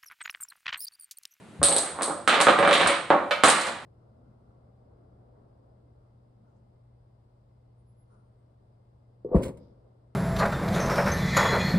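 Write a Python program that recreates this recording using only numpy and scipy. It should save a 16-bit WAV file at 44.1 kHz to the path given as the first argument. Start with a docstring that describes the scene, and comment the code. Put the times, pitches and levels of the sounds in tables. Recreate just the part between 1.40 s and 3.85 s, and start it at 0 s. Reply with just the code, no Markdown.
"""A row of dominoes topples across stacks of books and disc cases in a live, wooden-floored room.
Tiles clack brightly against each other and knock on the hollow stacks; a dense clatter follows,
then a dull blow, a ringing tap on a case and a last crash whose pieces rattle to rest.
The stereo microphone has the row slightly to its right, far enough off to take in plenty of room."""
import sys
import numpy as np
from scipy import signal
from scipy.fft import rfft, irfft, next_fast_len
from scipy.io import wavfile

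SR = 44100
rng = np.random.default_rng(int(sys.argv[2]) if len(sys.argv) > 2 else 0)


def wav_out(sig):
    """Save sig, one row per channel (or a flat mono array), as 16-bit PCM at SR to the path in sys.argv[1]."""
    wavfile.write(sys.argv[1], SR, np.round(np.clip(np.atleast_2d(sig).T, -1, 1) * 32767).astype(np.int16))


N = 108045


def amp(db):
    """Decibels to gain."""
    return 10 ** (np.asarray(db) / 20)


def curve_at(points, hz):
    """A curve's value on a log-frequency axis."""
    points_hz, values = np.transpose(points)
    return np.interp(np.log(hz + 1), np.log(points_hz), values)


def add(mix, start_s, sound):
    """Lays a sound into the mix."""
    part = mix[..., round(start_s * SR):][..., :sound.shape[-1]]
    part += sound[..., :part.shape[-1]]


def click(colour, size=2048):
    """The sharpest causal click that has the given colour (a function from Hz to dB)."""
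    hz = abs(np.fft.fftfreq(size, 1 / SR))
    log_gain = np.log(amp(colour(hz)))
    return np.fft.ifft(np.exp(np.conj(signal.hilbert(log_gain)))).real


def ring(modes, detune=1, rise_s=0.00014):
    """A struck body rings with one dying tone per mode."""
    t = np.arange(16384) / SR
    tones = sum(amp(db - 60 * t / t60) * np.cos(2 * np.pi * hz * detune * t) for hz, db, t60 in modes)
    return (1 - np.exp(-t / rise_s)) * tones


def bend(sound, lag_s=0.001055, corner_hz=1620):
    """A bending cover spreads a blow in time: the lower waves arrive later."""
    size = 2 * len(sound)
    hz = np.fft.rfftfreq(size, 1 / SR)
    delay_s = lag_s / np.hypot(1, hz / corner_hz)
    phase = -2 * np.pi * np.cumsum(delay_s) * hz[1]
    return irfft(rfft(sound, size) * np.exp(1j * phase), size)[:len(sound)]


# How long the room rings: freq_hz, t60_s
ROOM_DECAY = [(100,0.35), (300,0.6), (800,0.58), (2000,0.5754), (4500,0.52), (8200,0.4944), (11500,0.38)]
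# Colour of its echoes: freq_hz, level_db
ROOM_COLOUR = [(100, 1), (300, 3.5), (1000, 7.9), (3000, 7.4), (9000, 6.7)]
# Side against mid at the microphone: freq_hz, side_db
ROOM_WIDTH = [(100, -12.5), (400, -10), (1200, -8.5), (4000, -5.5), (9000, -6.5)]


def room_response(echo_db, build_s=0.002, early_db=5.5, early_t60_s=0.14, size=256):
    """Direct sound reaches the microphone, then dense echoes build up and die band by band."""
    t = np.arange(SR) / SR
    hz, frame_s, noise = signal.stft(rng.standard_normal((2, SR)), SR, nperseg=size)
    hz = hz[:, None]
    late = amp(-60 * frame_s / curve_at(ROOM_DECAY, hz))
    early = amp(early_db - 60 * frame_s / early_t60_s)
    fade = np.hypot(late, early)
    fade /= np.sqrt((fade ** 2).sum(1, keepdims=True) * size / 2)
    mid, side = noise * fade * amp(curve_at(ROOM_COLOUR, hz))
    side *= amp(curve_at(ROOM_WIDTH, hz))
    response = signal.istft(np.array([mid + side, mid - side]), SR, nperseg=size)[1][:, :SR]
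    response *= amp(echo_db) * (1 - np.exp(-(t / build_s) ** 2))
    response[0, 1] += 1  # the direct sound reaches the left one sample late
    response[1, 0] += 1
    return response


# Lean to the right at the microphone: freq_hz, right_db
BALANCE = [(100, -2.1), (300, -0.61), (600, .5), (1300, 1.44), (9000, 0.78)]


def in_room(hits, echo_db=0, spot_count=7):
    """Hits land on several spots a little to the right, each with its own echoes."""
    spots, size = np.zeros((spot_count, N)), next_fast_len(N + SR)
    for k, (start_s, sound) in enumerate(hits):
        add(spots[k % spot_count], start_s, sound)
    heard = sum(rfft(spot, size) * rfft(room_response(echo_db), size) for spot in spots)
    right_db = curve_at(BALANCE, np.fft.rfftfreq(size, 1 / SR))
    return irfft(heard * amp([-right_db, right_db]), size)[:, :N]


# Colour of the room tone: freq_hz, level_db
ROOM_TONE = [(30,-37), (80,0), (200,4), (300,-0.5), (700,-8), (1500,-13), (4000,-22), (5500,-31.5),
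             (9000,-23.5), (12000,-34.5)]


def room_tone(level_db=-50):
    """A quiet, low hush all around the microphone."""
    hz = np.fft.rfftfreq(N, 1 / SR)
    mid, side = rfft(rng.standard_normal((2, N))) * amp(curve_at(ROOM_TONE, hz))
    side *= amp(curve_at(ROOM_WIDTH, hz))
    air = irfft(np.array([mid + side, mid - side]), N)
    return amp(level_db) * air / air.std()


# Modes of the hollow case, the stiff cover and the whole stack: pitch_hz, level_db, t60_s
CASE_MODES = [(176.8,-13,0.44), (320,-26,0.077), (342.8,-7.5,0.29), (520.6,-8,0.3), (570.4,1,0.19),
              (689.5,-4,0.11), (921,-36,0.059), (1072,-9,0.19), (1310,-24,0.085), (2283,-8.5,0.24),
              (2500,-23,0.25), (4150,-34,0.043)]
COVER_MODES = [(1204, -23, 0.012)]
STACK_MODES = [(310, -44.5, 0.12)]
# Colour of a blow on a stack: freq_hz, level_db
KNOCK_COLOUR = [(40, -66.5), (90, -28.5), (170, -1.5), (300, 3), (550, 5), (800, 7), (1250, 0.5), (1800, 0),
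                (2600, -4.5), (4000, -7), (5300, -28.5), (8000, -25), (12000, -51.5)]
# How much of a contact's bass_db and treble_db each frequency takes: freq_hz, share
BASS_SHARE = [(70,0.032), (160,0.0022), (310,1), (600,0.68), (1200,0)]
TREBLE_SHARE = [(1100,0), (1900,0.46), (3000,1)]
# Landings on the stacks: start_s, level_db, bass_db, treble_db, case_db, cover_db
STACK_LANDINGS = [(.004,-42,2,-17,-12,-10), (0.2157,-19.5,12,-19,7,6), (.2295,-15,8,-15.5,-29,7.5),
                  (.284,-18.5,2.5,-23,16,-17), (.318,-15.5,11,-2,-26,-22), (.362,-19,17.5,-12,-8,-24),
                  (.588,-26,11,-9,-8,12.5), (0.599,-26,7,-10,-4,0), (.61,-19,7,-3.5,2.5,8.5),
                  (.625,-23.5,10.5,-3,4.5,1), (.678,-18,11.5,-22,-24,-6), (.697,-13.5,2.5,-19,-12,-27),
                  (.708,-23,-4,-51,17.5,16.5), (0.8761,-8.5,3.5,4.5,-5,11), (.895,-14,10.5,16,-24,-12),
                  (.928,-8.5,3,4,-25,-3), (.943,-12.5,-6,10,1,0), (.967,-15.5,11,-7,1,-23),
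                  (1.0035,-4.5,-0.5,2,-27,-2), (1.0688,-1,1.5,-6.5,4,6.5), (1.085,-0.5,0.5,-1,5,-15),
                  (1.097,-15,-30,12.5,-24,-22), (1.138,-7,-15,-11,-1,-8), (1.1882,-4,-0.5,-7,8,-2),
                  (1.203,-15,-1,-3.5,15,-16), (1.227,-3.5,0.5,-4.5,4,-25), (1.25,-9,-7,0,9,1),
                  (1.2755,-2,1.5,-6,0.5,-1), (1.291,-7,-4,1.5,3,-22), (1.311,-12.5,0.5,7,6.5,9),
                  (1.3303,-9.5,-14,11.5,-7,0), (1.352,-10.5,5,12,-13,-6), (1.399,-10,1,4,10.5,-14),
                  (1.412,-5.5,-0.5,3.5,0.5,-29), (1.432,-9,-6.5,1,-6,-29), (1.462,-8.5,-0.5,1,-3,5.5),
                  (1.489,-13,5,4.5,5,-1), (1.7032,1.5,3.5,-10.5,1.5,-14), (1.7087,2,-7,-25,-20,-11),
                  (1.728,-1,-1.5,-17.5,-8.5,-8), (1.737,-8,-0.5,-25,-7,-19), (2.036,1.5,2.5,-1.5,-17,6),
                  (2.044,-10.5,3,8,-4,-23), (2.0769,0.5,-4.5,-7,-8,-27), (2.092,-6,-18,5,-3,-24),
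                  (2.123,-7.5,-8,-0.5,-8,-28), (2.158,-15.5,-25,5,-17,-8), (2.272,-18,3.5,-7,0,-28)]


def stack_knocks(gain_db=15.5, case_gain_db=-42, case_spread=0.02, cover_spread=0.083):
    """A tile or object lands: the case rings, the cover tocks and the stack gives a low thud."""
    hits = []
    for start_s, level_db, bass_db, treble_db, case_db, cover_db in STACK_LANDINGS:
        case = amp(case_gain_db + case_db) * ring(CASE_MODES, rng.normal(1, case_spread))
        cover = amp(cover_db) * ring(COVER_MODES, rng.normal(1, cover_spread))
        body = case + cover + ring(STACK_MODES)
        add(body, 0, click(lambda hz: curve_at(KNOCK_COLOUR, hz)))
        contact = click(lambda hz: bass_db * curve_at(BASS_SHARE, hz)
                        + treble_db * curve_at(TREBLE_SHARE, hz))
        knock = signal.fftconvolve(body, contact)[:len(body)]
        hits.append((start_s, amp(gain_db + level_db) * bend(knock)))
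    return in_room(hits, echo_db=-2.5)


# Soft pushes into the wooden floor: start_s, level_db
FLOOR_PUSHES = [(.186,-18.5), (0.215,-19.5), (.52,-38), (1.074,-35), (1.444,-26), (2.037,-30)]


def floorboards(low_hz=82, upper_hz=165, upper_db=-3, rise_s=0.024, t60_s=0.14):
    """The boards give a low, quickly damped boom under the heavier movements."""
    booms, t = np.zeros((2, N)), np.arange(SR // 2) / SR
    envelope = (1 - np.exp(-t / rise_s)) * amp(-60 * t / t60_s)
    tones = np.sin(2 * np.pi * low_hz * t) + amp(upper_db) * np.sin(2 * np.pi * upper_hz * t)
    for start_s, level_db in FLOOR_PUSHES:
        add(booms, start_s, amp(level_db) * envelope * tones)
    right_db = curve_at(BALANCE, low_hz)
    return booms * amp([[-right_db], [right_db]])


# Colours of a clack and of its broadband snap: freq_hz, level_db
CLACK_COLOUR = [(1000, -14), (2600, -13), (4100, -1.5), (5000, -10), (6500, -67), (7650, -7), (8180, 11),
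                (8700, -4.5), (9120, 10), (9550, -2), (10500, -11), (12000, -24)]
SNAP_COLOUR = [(500, -65), (2000, -36), (4000, -3.5), (5800, -10), (7500, -4), (10300, -9.5), (12000, -23)]
# Free ring of the tiles: pitch_hz, level_db, t60_s
TILE_MODES = [(8097, -1, .5), (8270, -2, .45), (9030, -3, .35), (9135, -4, .5), (9195, -2, .4)]
# Tile against tile along the row: start_s, level_db, snap_db
TILE_COLLISIONS = [(0.23, -5, -4.5), (.237, -4.5, -4), (0.255, -6, -10), (0.286, -12, 1.5),
                   (0.326, -10.5, -10.5), (0.3647, -7, -8), (0.384, -14.5, 5.5), (0.622, -16.5, -1),
                   (0.632, -17, 3.5), (0.644, -22, -26), (.655, -21.5, -19), (0.8785, -21, 11),
                   (1.0034, -20, -1), (1.0129, -15.5, 10.5), (1.1886, -26.5, -5), (1.2754, -26, -26),
                   (1.3286, -25, 10), (1.339, -29, 16), (1.377, -24.5, -3), (1.415, -24.5, -13),
                   (1.4734, -15, 4), (1.5, -31, 3), (2.037, -14.5, 12), (2.0438, -23, 11), (2.059, -18, 12),
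                   (2.0839, -8, -7), (2.1, -16.5, 12.5), (2.212, -29.5, 14), (2.269, -32.5, 13)]


def tile_clacks(gain_db=16, ring_db=-47, pitch_spread=0.00201):
    """Hard tiles meet: a snap, two strong high resonances and a faint lasting ring."""
    hits = []
    for start_s, level_db, snap_db in TILE_COLLISIONS:
        def colour(hz):
            resonances = amp(curve_at(CLACK_COLOUR, hz))
            snap = amp(snap_db + curve_at(SNAP_COLOUR, hz))
            return 20 * np.log10(np.hypot(resonances, snap))

        clack = amp(ring_db) * ring(TILE_MODES, rng.normal(1, pitch_spread))
        add(clack, 0, click(colour))
        hits.append((start_s, amp(gain_db + level_db) * clack))
    return in_room(hits, echo_db=-2.5)


# Colour of one small contact: freq_hz, level_db
RATTLE_COLOUR = [(100,-27.5), (300,-3), (550,2), (1200,1.5), (1900,-1.5), (2700,-9), (4000,-11.5),
                 (5500,-25), (12000,-49)]
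# Tiles skidding and chattering between the knocks: start_s, end_s, level_db, treble_db
TILE_SKIDS = [(0.245,0.492,-12,-5), (0.539,0.717,-14,-16), (0.881,1.061,-1,1), (1.113,1.325,-0.5,-8),
              (1.33,1.547,-4,6.5), (2.062,2.288,-7.5,5.5), (2.303,2.386,-16.5,-0.5)]


def tile_rattles(contacts_per_s=260, spread_db=1.5):
    """Sliding and settling tiles make many small, unevenly spaced contacts."""
    contact_samples = ((np.arange(SR) + rng.random(SR)) * SR / contacts_per_s).astype(int)
    strengths = amp(spread_db * rng.standard_normal(N)) * rng.choice([-1, 1], N)
    contacts = strengths * np.isin(np.arange(N), contact_samples)
    hits = []
    for start_s, end_s, level_db, treble_db in TILE_SKIDS:
        tick = click(lambda hz: curve_at(RATTLE_COLOUR, hz) + treble_db * curve_at(TREBLE_SHARE, hz))
        chatter = signal.fftconvolve(contacts[round(start_s * SR):round(end_s * SR)], bend(tick))
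        hits.append((start_s, amp(level_db) * chatter))
    return in_room(hits, spot_count=3)


# Modes of a thin plastic case: pitch_hz, level_db, t60_s
THIN_CASE_MODES = [(615,3,0.064), (1270,-1,0.12), (1456,1.5,0.083), (2110,-4,0.12), (2290,1.5,0.093),
                   (2620,-2,0.12), (3030,-3,0.1), (3494,-8,.2), (3740,-9,0.26)]
# Colour of a tap on it: freq_hz, level_db
TAP_COLOUR = [(150,-31), (350,-25), (560,14.5), (800,3.5), (1300,4), (2600,-3), (4200,-7.5), (5500,-20.5),
              (12000,-27)]
# A quick bounce just before the last crash: start_s, level_db
CASE_BOUNCES = [(1.9095, 6.5), (1.9135, 3.5)]


def case_taps(ring_db=-42):
    """Something light bounces on a thin case, which rings clearly."""
    tap = amp(ring_db) * ring(THIN_CASE_MODES)
    add(tap, 0, click(lambda hz: curve_at(TAP_COLOUR, hz)))
    hits = [(start_s, amp(level_db) * bend(tap)) for start_s, level_db in CASE_BOUNCES]
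    return in_room(hits, spot_count=2)


def scene():
    """The toppling row and the quiet room, heard from where the microphone stands."""
    return room_tone() + stack_knocks() + floorboards() + tile_clacks() + tile_rattles() + case_taps()


def record(dry):
    """The microphone sheds deep bass, rounds off the loudest peaks and loses the highest treble."""
    low_cut_hz, ceiling, high_cut_hz = 75, 0.92, 11600
    thinned = signal.sosfilt(signal.butter(3, low_cut_hz, "highpass", fs=SR, output="sos"), dry)
    rounded = thinned / (1 + (thinned / ceiling) ** 4) ** (1 / 4)
    high_cut = signal.firwin(511, high_cut_hz, window=("kaiser", 9), fs=SR)
    return signal.oaconvolve(rounded, high_cut[None], "same")


dry = scene()
out = record(dry)
wav_out(out)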